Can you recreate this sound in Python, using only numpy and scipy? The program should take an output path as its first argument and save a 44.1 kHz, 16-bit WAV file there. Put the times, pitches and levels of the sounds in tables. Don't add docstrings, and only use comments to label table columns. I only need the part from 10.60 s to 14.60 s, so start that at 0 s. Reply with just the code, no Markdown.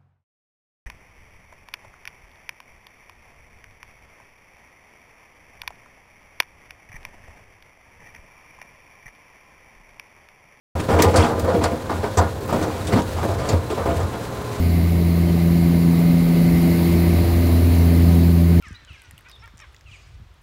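import sys
import numpy as np
from scipy import signal
from scipy.fft import rfft, irfft
from scipy.io import wavfile
from scipy.ndimage import uniform_filter1d

SR = 44100
rng = np.random.default_rng(int(sys.argv[2]) if len(sys.argv) > 2 else 0)


def log_audio(samples):
    frames = np.atleast_2d(samples).T
    limited = np.clip(frames, -1, 1)
    pcm = np.round(limited * 32767).astype(np.int16)
    wavfile.write(sys.argv[1], SR, pcm)


N = 176400
TIME = np.arange(N) / SR


def tumbling_cans():
    # (time [s], knock level [dB], clatter level [dB], clank level [dB],
    # scrape level [dB], hold [s], t60 [s])
    clusters = [(0.147, -23.5, -25.5, -28, -45, 0.018, 0.19), (0.191, -18.5, -34, -26, -39, 0.0081, 0.069),
                (0.283, -16, -17, -15.5, -35, 0.046, 0.25), (0.332, -27, -14, -20, -43, 0.045, 0.28),
                (0.383, -14, -14, -11.5, -27, 0.011, 0.15), (0.432, -15, -23, -12.5, -30.5, 0.012, 0.17),
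                (0.472, -20, -15, -31, -36.5, 0.027, 0.6), (0.535, -17, -35, -11.5, -35, 0.011, 0.42),
                (0.574, -16, -15.5, -16, -29, 0.042, 0.3), (0.632, -19, -28, -14, -34, 0.023, 0.17),
                (0.685, -22.5, -16, -19, -53, 0.027, 0.24), (0.771, -28, -18.5, -31, -53, 0.024, 0.22),
                (0.835, -19.5, -16, -23, -43.5, 0.009, 0.23), (0.871, -30, -23, -18, -43, 0.033, 0.36),
                (0.938, -14.5, -16, -30, -42, 0.016, 0.21), (1.007, -19.5, -23, -19.5, -41, 0.022, 0.18),
                (1.033, -28, -12, -16, -30.5, 0.013, 0.21), (1.112, -20.5, -20.5, -36, -49, 0.016, 0.14),
                (1.291, -19.5, -23.5, -17, -39, 0.0068, 0.34),
                (1.427, -21, -16, -17.5, -37.5, 0.0055, 0.22), (1.568, -20, -14.5, -13.5, -52, 0.043, 0.24),
                (1.885, -23, -35, -22.5, -39.5, 0.021, 0.27), (1.922, -15, -14, -19, -37, 0.019, 0.41),
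                (2.009, -21.5, -20.5, -23, -40, 0.0088, 0.87), (2.277, -20.5, -31, -28, -42, 0.036, 0.24),
                (2.317, -14, -15, -17, -31.5, 0.011, 0.18), (2.355, -15, -19.5, -17, -34.5, 0.034, 0.12),
                (2.561, -31, -37, -23, -40.5, 0.028, 0.27), (2.623, -17, -20, -20.5, -58, 0.028, 0.081),
                (2.678, -27, -20, -24.5, -48, 0.025, 0.36), (2.78, -37, -21, -25.5, -42, 0.083, 0.67),
                (2.886, -23, -20, -26, -35, 0.035, 0.16), (2.924, -16.5, -19, -21.5, -51, 0.012, 0.11),
                (3.097, -23, -22, -23.5, -34.5, 0.0086, 0.2),
                (3.171, -27, -18.5, -20.5, -45.5, 0.016, 0.58), (3.253, -19, -13, -25, -39.5, 0.01, 0.4),
                (3.293, -29, -26, -28, -42, 0.024, 0.21), (3.387, -28, -23.5, -23.5, -44.5, 0.019, 0.33),
                (3.531, -28, -30, -25, -43, 0.014, 0.13)]
    # (frequency [Hz], relative spectral level [dB])
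    low_knock = [(60, -53), (110, -14), (150, -0.5), (230, 0), (330, -3), (420, -2.5), (600, -10),
                 (1200, -41)]
    hollow_clatter = [(200, -3.5), (350, -5.5), (480, 8), (660, 4), (850, -13), (1500, -19.5), (4000, -39)]
    hard_clank = [(400, -24), (700, 4.5), (950, 2.5), (1250, -1.5), (1700, -8.5), (2600, -25.5),
                  (5000, -25.5), (15000, -62)]
    bright_scrape = [(800, -8), (1900, 13), (3500, 8), (5000, 3.5), (7500, 2.5), (10000, -3.5),
                     (15000, -40.5)]
    # (frequency [Hz], gain [dB], t60 [s])
    wall_modes = [(183, -6, 0.065), (239.4, -2, 0.23), (309.3, 6.5, 0.28), (392.2, 1.5, 0.23),
                  (466, 3, 0.73), (679, 1, 0.24), (792, -2.5, 0.57), (860, -6.5, 0.8), (948, 2.5, 0.44),
                  (1016, -1.5, 0.24), (1207, -0.5, 0.095), (1433, 4, 0.34), (1814, -0.5, 0.16),
                  (2230, 2, 0.21)]
    power = sum(np.outer(from_db(dbs) ** 2, envelope(onset, rise=0.008, hold=hold, t60=t60) ** 2)
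                for onset, *dbs, hold, t60 in clusters)
    *blow_gains, scrape_gain = np.sqrt(power)
    blows = sum(gain * contacts(spectrum, per_s=2200, spread_db=2)
                for gain, spectrum in zip(blow_gains, (low_knock, hollow_clatter, hard_clank)))
    wall = sum(from_db(db) * resonate(blows, hz, width_hz=np.log(1000) / (np.pi * t60))
               for hz, db, t60 in wall_modes)
    scrape = scrape_gain * catching_rims(contacts(bright_scrape, per_s=9000, spread_db=0.5))
    return from_db(-8.5) * blows + from_db(-5) * wall + from_db(-1) * tin_ring(scrape)


def catching_rims(scrape):
    out = 0
    for k, hz in enumerate((2100, 3300, 4400, 5800, 7600, 9800)):
        flare = from_db(2.5 * np.minimum(drift(rate_hz=50), 2))
        out += (-1) ** k * resonate(scrape, hz, width_hz=900) * flare
    return rms_one(out)


def tin_ring(drive):
    # (frequency [Hz], gain [dB])
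    tin_modes = [(3350, 2.5), (3700, 6.5), (4340, 1), (4800, 0.5), (5340, -14), (7200, -4)]
    return drive + sum(from_db(db) * resonate(drive, hz, width_hz=39) for hz, db in tin_modes)


def clonks():
    # (time [s], level [dB], frequency [Hz])
    landings = [(.296, -33, 418), (.388, -18, 463.4), (.392, -18.5, 311), (.419, -29.5, 1930),
                (.432, -13, 465), (.47, -20, 460), (.465, -21, 846), (.543, -16.5, 514), (.56, -30, 730),
                (.6, -20, 467), (.625, -28, 640), (.879, -15, 513), (.945, -17.5, 481), (.95, -25, 683),
                (1.108, -28, 504), (1.297, -28, 1044), (1.303, -27, 840), (1.431, -24.5, 424),
                (1.44, -34, 1520), (1.579, -20.5, 987), (1.579, -20, 743), (1.812, -28, 389),
                (1.928, -33, 426), (2.328, -15.5, 104), (2.33, -19.5, 190), (2.353, -18.5, 251),
                (2.358, -25.5, 952), (2.931, -24, 509), (3.1, -24.5, 430), (3.122, -26.5, 384)]
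    roughness_rad = 0.4 * drift(rate_hz=130)
    out = 0
    for onset, db, hz in landings:
        gain = from_db(db) * envelope(onset, rise=0.0066, hold=0.0043, t60=0.18)
        out += gain * np.sqrt(2) * np.sin(2 * np.pi * hz * (TIME - onset) + roughness_rad)
    return out


def hopper_booms():
    # (time [s], level [dB])
    heavy_blows = [(0.147, -30), (0.325, -15.5), (0.453, -13.5), (0.509, -27), (0.577, -11), (0.822, -19.5),
                   (0.975, -20), (1.03, -21), (1.574, -13), (2.319, -32), (2.6, -23), (2.93, -13.5),
                   (3.18, -28), (3.279, -21), (3.359, -21), (3.428, -19)]
    mode_hz, sharp_hz, settle_s = 84.6, 16, 0.013
    out = 0
    for onset, db in heavy_blows:
        age = np.maximum(TIME - onset, 0)
        cycles = mode_hz * age + sharp_hz * settle_s * (1 - np.exp(-age / settle_s))
        gain = from_db(db) * envelope(onset, rise=0.0096, hold=0.015, t60=0.2)
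        out += gain * np.sqrt(2) * np.sin(2 * np.pi * cycles)
    return out


def bursting_cans():
    # (time [s], level [dB], hold [s], t60 [s], lower resonance [Hz], upper resonance [Hz],
    # treble edge [Hz])
    bursts = [(0.198, -35.5, 0.0073, 0.081, 2320, 7200, 10100),
              (0.4199, -14, 0.0034, 0.018, 1840, 5960, 19000), (0.427, -24, .005, 0.09, 1950, 8100, 15500),
              (0.558, -23.5, 0.015, 0.062, 4650, 8300, 10000),
              (0.794, -33, 0.0027, 0.038, 8900, 14400, 16000),
              (1.037, -26.5, 0.0056, 0.045, 4100, 7300, 10300),
              (1.571, -25.5, 0.016, 0.066, 5930, 7460, 8300), (2.024, -36, 0.0075, .1, 4300, 6200, 9750),
              (2.269, -34, 0.0093, .1, 3500, 7960, 10000), (2.418, -37.5, .004, 0.072, 3360, 6700, 9700),
              (2.887, -28.5, 0.0084, 0.055, 4570, 7150, 7800), (3.4, -43, .008, 0.072, 3280, 7300, 9350)]
    # (frequency [Hz], relative spectral level [dB])
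    spray_spectrum = [(500, -61), (1500, 4), (3000, -1), (6000, 4.5), (9000, 0.5), (15000, 1)]
    spray = contacts(spray_spectrum, per_s=14000, spread_db=2)
    out = 0
    for onset, db, hold, t60, low_hz, high_hz, edge_hz in bursts:
        resonances = resonate(spray, low_hz, width_hz=550) + resonate(spray, high_hz, width_hz=550)
        spit = spray + 1.2 * resonances
        dull = signal.sosfilt(signal.butter(8, edge_hz, fs=SR, output="sos"), spit)
        gain = from_db(db) * envelope(onset, rise=0.0021, hold=hold, t60=t60)
        out += gain * rms_one(dull + 0.22 * spit)
    return tin_ring(out)


def crushed_load():
    # (frequency [Hz], relative spectral level [dB])
    fizz_spectrum = [(3000, -16), (9000, -7), (15000, -2)]
    # (time [s], level [dB])
    fizz_levels = [(1.7, -59), (1.9, -45), (2.2, -56), (2.53, -49), (2.8, -62), (3.1, -54)]
    return level(fizz_levels) * contacts(fizz_spectrum, per_s=1000, spread_db=6)


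def machine_rumble():
    # (time [s], level [dB])
    rumble_levels = [(0, -28.5), (.8, -29), (1.2, -38.5), (1.4, -28.5), (1.8, -35), (2.2, -30.5),
                     (2.8, -26), (3.1, -35.5), (3.45, -27), (3.6, -50)]
    centre_hz, stage_width_hz = 86, 26.4
    band = resonate(rng.standard_normal(N), centre_hz, stage_width_hz)
    band = rms_one(resonate(band, centre_hz, stage_width_hz))
    running_rms = np.sqrt(uniform_filter1d(band ** 2, size=9000))
    return level(rumble_levels) * band / running_rms


def running_noise():
    # (frequency [Hz], relative spectral level [dB])
    running_spectrum = [(25, -6), (40, -7), (65, 8), (110, 8.5), (160, 5.5), (300, 2.5), (480, 2.5),
                        (700, -1.5), (1000, -6.5), (1600, -10.5), (2600, -29), (5000, -60)]
    # (time [s], level [dB])
    running_levels = [(0, -28), (1.5, -32), (2.5, -30), (3.05, -31.5), (3.5, -29), (4, -30.5)]
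    noise = colour(rng.standard_normal(N), running_spectrum)
    return level(running_levels) * noise * from_db(0.5 * drift(rate_hz=24))


def hydraulic_hiss():
    # (frequency [Hz], relative spectral level [dB])
    hiss_spectrum = [(800, 8.5), (2000, 10), (3000, 6.5), (4000, 7.5), (5500, 2.5), (7000, 3), (10000, -1),
                     (15000, -6.5)]
    # (time [s], level [dB])
    hiss_levels = [(0, -41), (1.78, -42.5), (2.2, -40), (2.45, -43.5), (2.52, -37.5), (3.05, -42),
                   (3.55, -41.5), (4, -39)]
    noise = colour(rng.standard_normal(N), hiss_spectrum)
    return level(hiss_levels) * noise * from_db(1.6 * drift(rate_hz=24))


def hum_and_whine():
    # (frequency [Hz], starting level [dB], final level [dB])
    tones = [(116.9, -50, -35.5), (413, -85, -38), (525, -37.5, -42), (1021, -50, -45.5),
             (1054, -63, -45.5), (4000, -70, -56.5)]
    wander_fraction, flicker_db = 0.003, 2
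    out = 0
    for hz, first_db, last_db in tones:
        pitch_hz = hz * (1 + wander_fraction * drift(rate_hz=3.59))
        gain = from_db(np.linspace(first_db, last_db, N) + flicker_db * drift(rate_hz=2.3))
        out += gain * np.sqrt(2) * np.sin(2 * np.pi * np.cumsum(pitch_hz) / SR)
    return out


def yard(direct):
    # (delay [s], gain [dB])
    echoes = [(.019, -21.5), (0.039, -33)]
    dull = signal.sosfilt(signal.butter(1, 5000, fs=SR, output="sos"), direct)
    return direct + sum(from_db(db) * np.interp(TIME - delay, TIME, dull, left=0) for delay, db in echoes)


def contacts(spectrum, per_s, spread_db):
    sizes = from_db(spread_db * np.minimum(rng.exponential(1, N), 4)) * rng.choice([-1, 1], N)
    struck = rng.random(N) < per_s / SR
    clicks = colour(sizes * struck, spectrum)
    return clicks / np.sqrt(uniform_filter1d(clicks ** 2, size=1300) + 1e-9)


def resonate(x, hz, width_hz):
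    radius = np.exp(-np.pi * width_hz / SR)
    feedforward = np.array([1, 0, -1]) * (1 - radius ** 2) / 2
    feedback = [1, -2 * radius * np.cos(2 * np.pi * hz / SR), radius ** 2]
    return signal.lfilter(feedforward, feedback, x + 1e-18)


def envelope(onset, rise, hold, t60):
    age = TIME - onset
    return np.clip(age / rise, 0, 1) * np.exp(-np.log(1000) * np.maximum(age - rise - hold, 0) / t60)


def colour(x, spectrum):
    hz, db = np.transpose(spectrum)
    bins = np.maximum(np.fft.rfftfreq(N, 1 / SR), 1)
    gain = from_db(np.interp(np.log(bins), np.log(hz), db))
    return rms_one(irfft(rfft(x) * gain, N))


def drift(rate_hz):
    bins = np.fft.rfftfreq(N, 1 / SR)
    return rms_one(irfft(rfft(rng.standard_normal(N)) / (1 + (bins / rate_hz) ** 2), N))


def level(points):
    return from_db(np.interp(TIME, *np.transpose(points)))


def from_db(db):
    return 10 ** (np.asarray(db) / 20)


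def rms_one(x):
    return x / np.sqrt(np.mean(x ** 2) + 1e-20)


def scene():
    cans = yard(tumbling_cans() + bursting_cans() + crushed_load()) + clonks() + hopper_booms()
    machines = machine_rumble() + running_noise() + hydraulic_hiss() + hum_and_whine()
    return (cans + machines)[None]


def record(dry):
    start_s, fade_s, stopband_hz = 0.1519, 0.004, 16300
    gate = np.clip((TIME - start_s) / fade_s, 0, 1)
    return signal.sosfilt(signal.cheby2(20, 70, stopband_hz, fs=SR, output="sos"), dry * gate)


dry = scene()
out = record(dry)
log_audio(out)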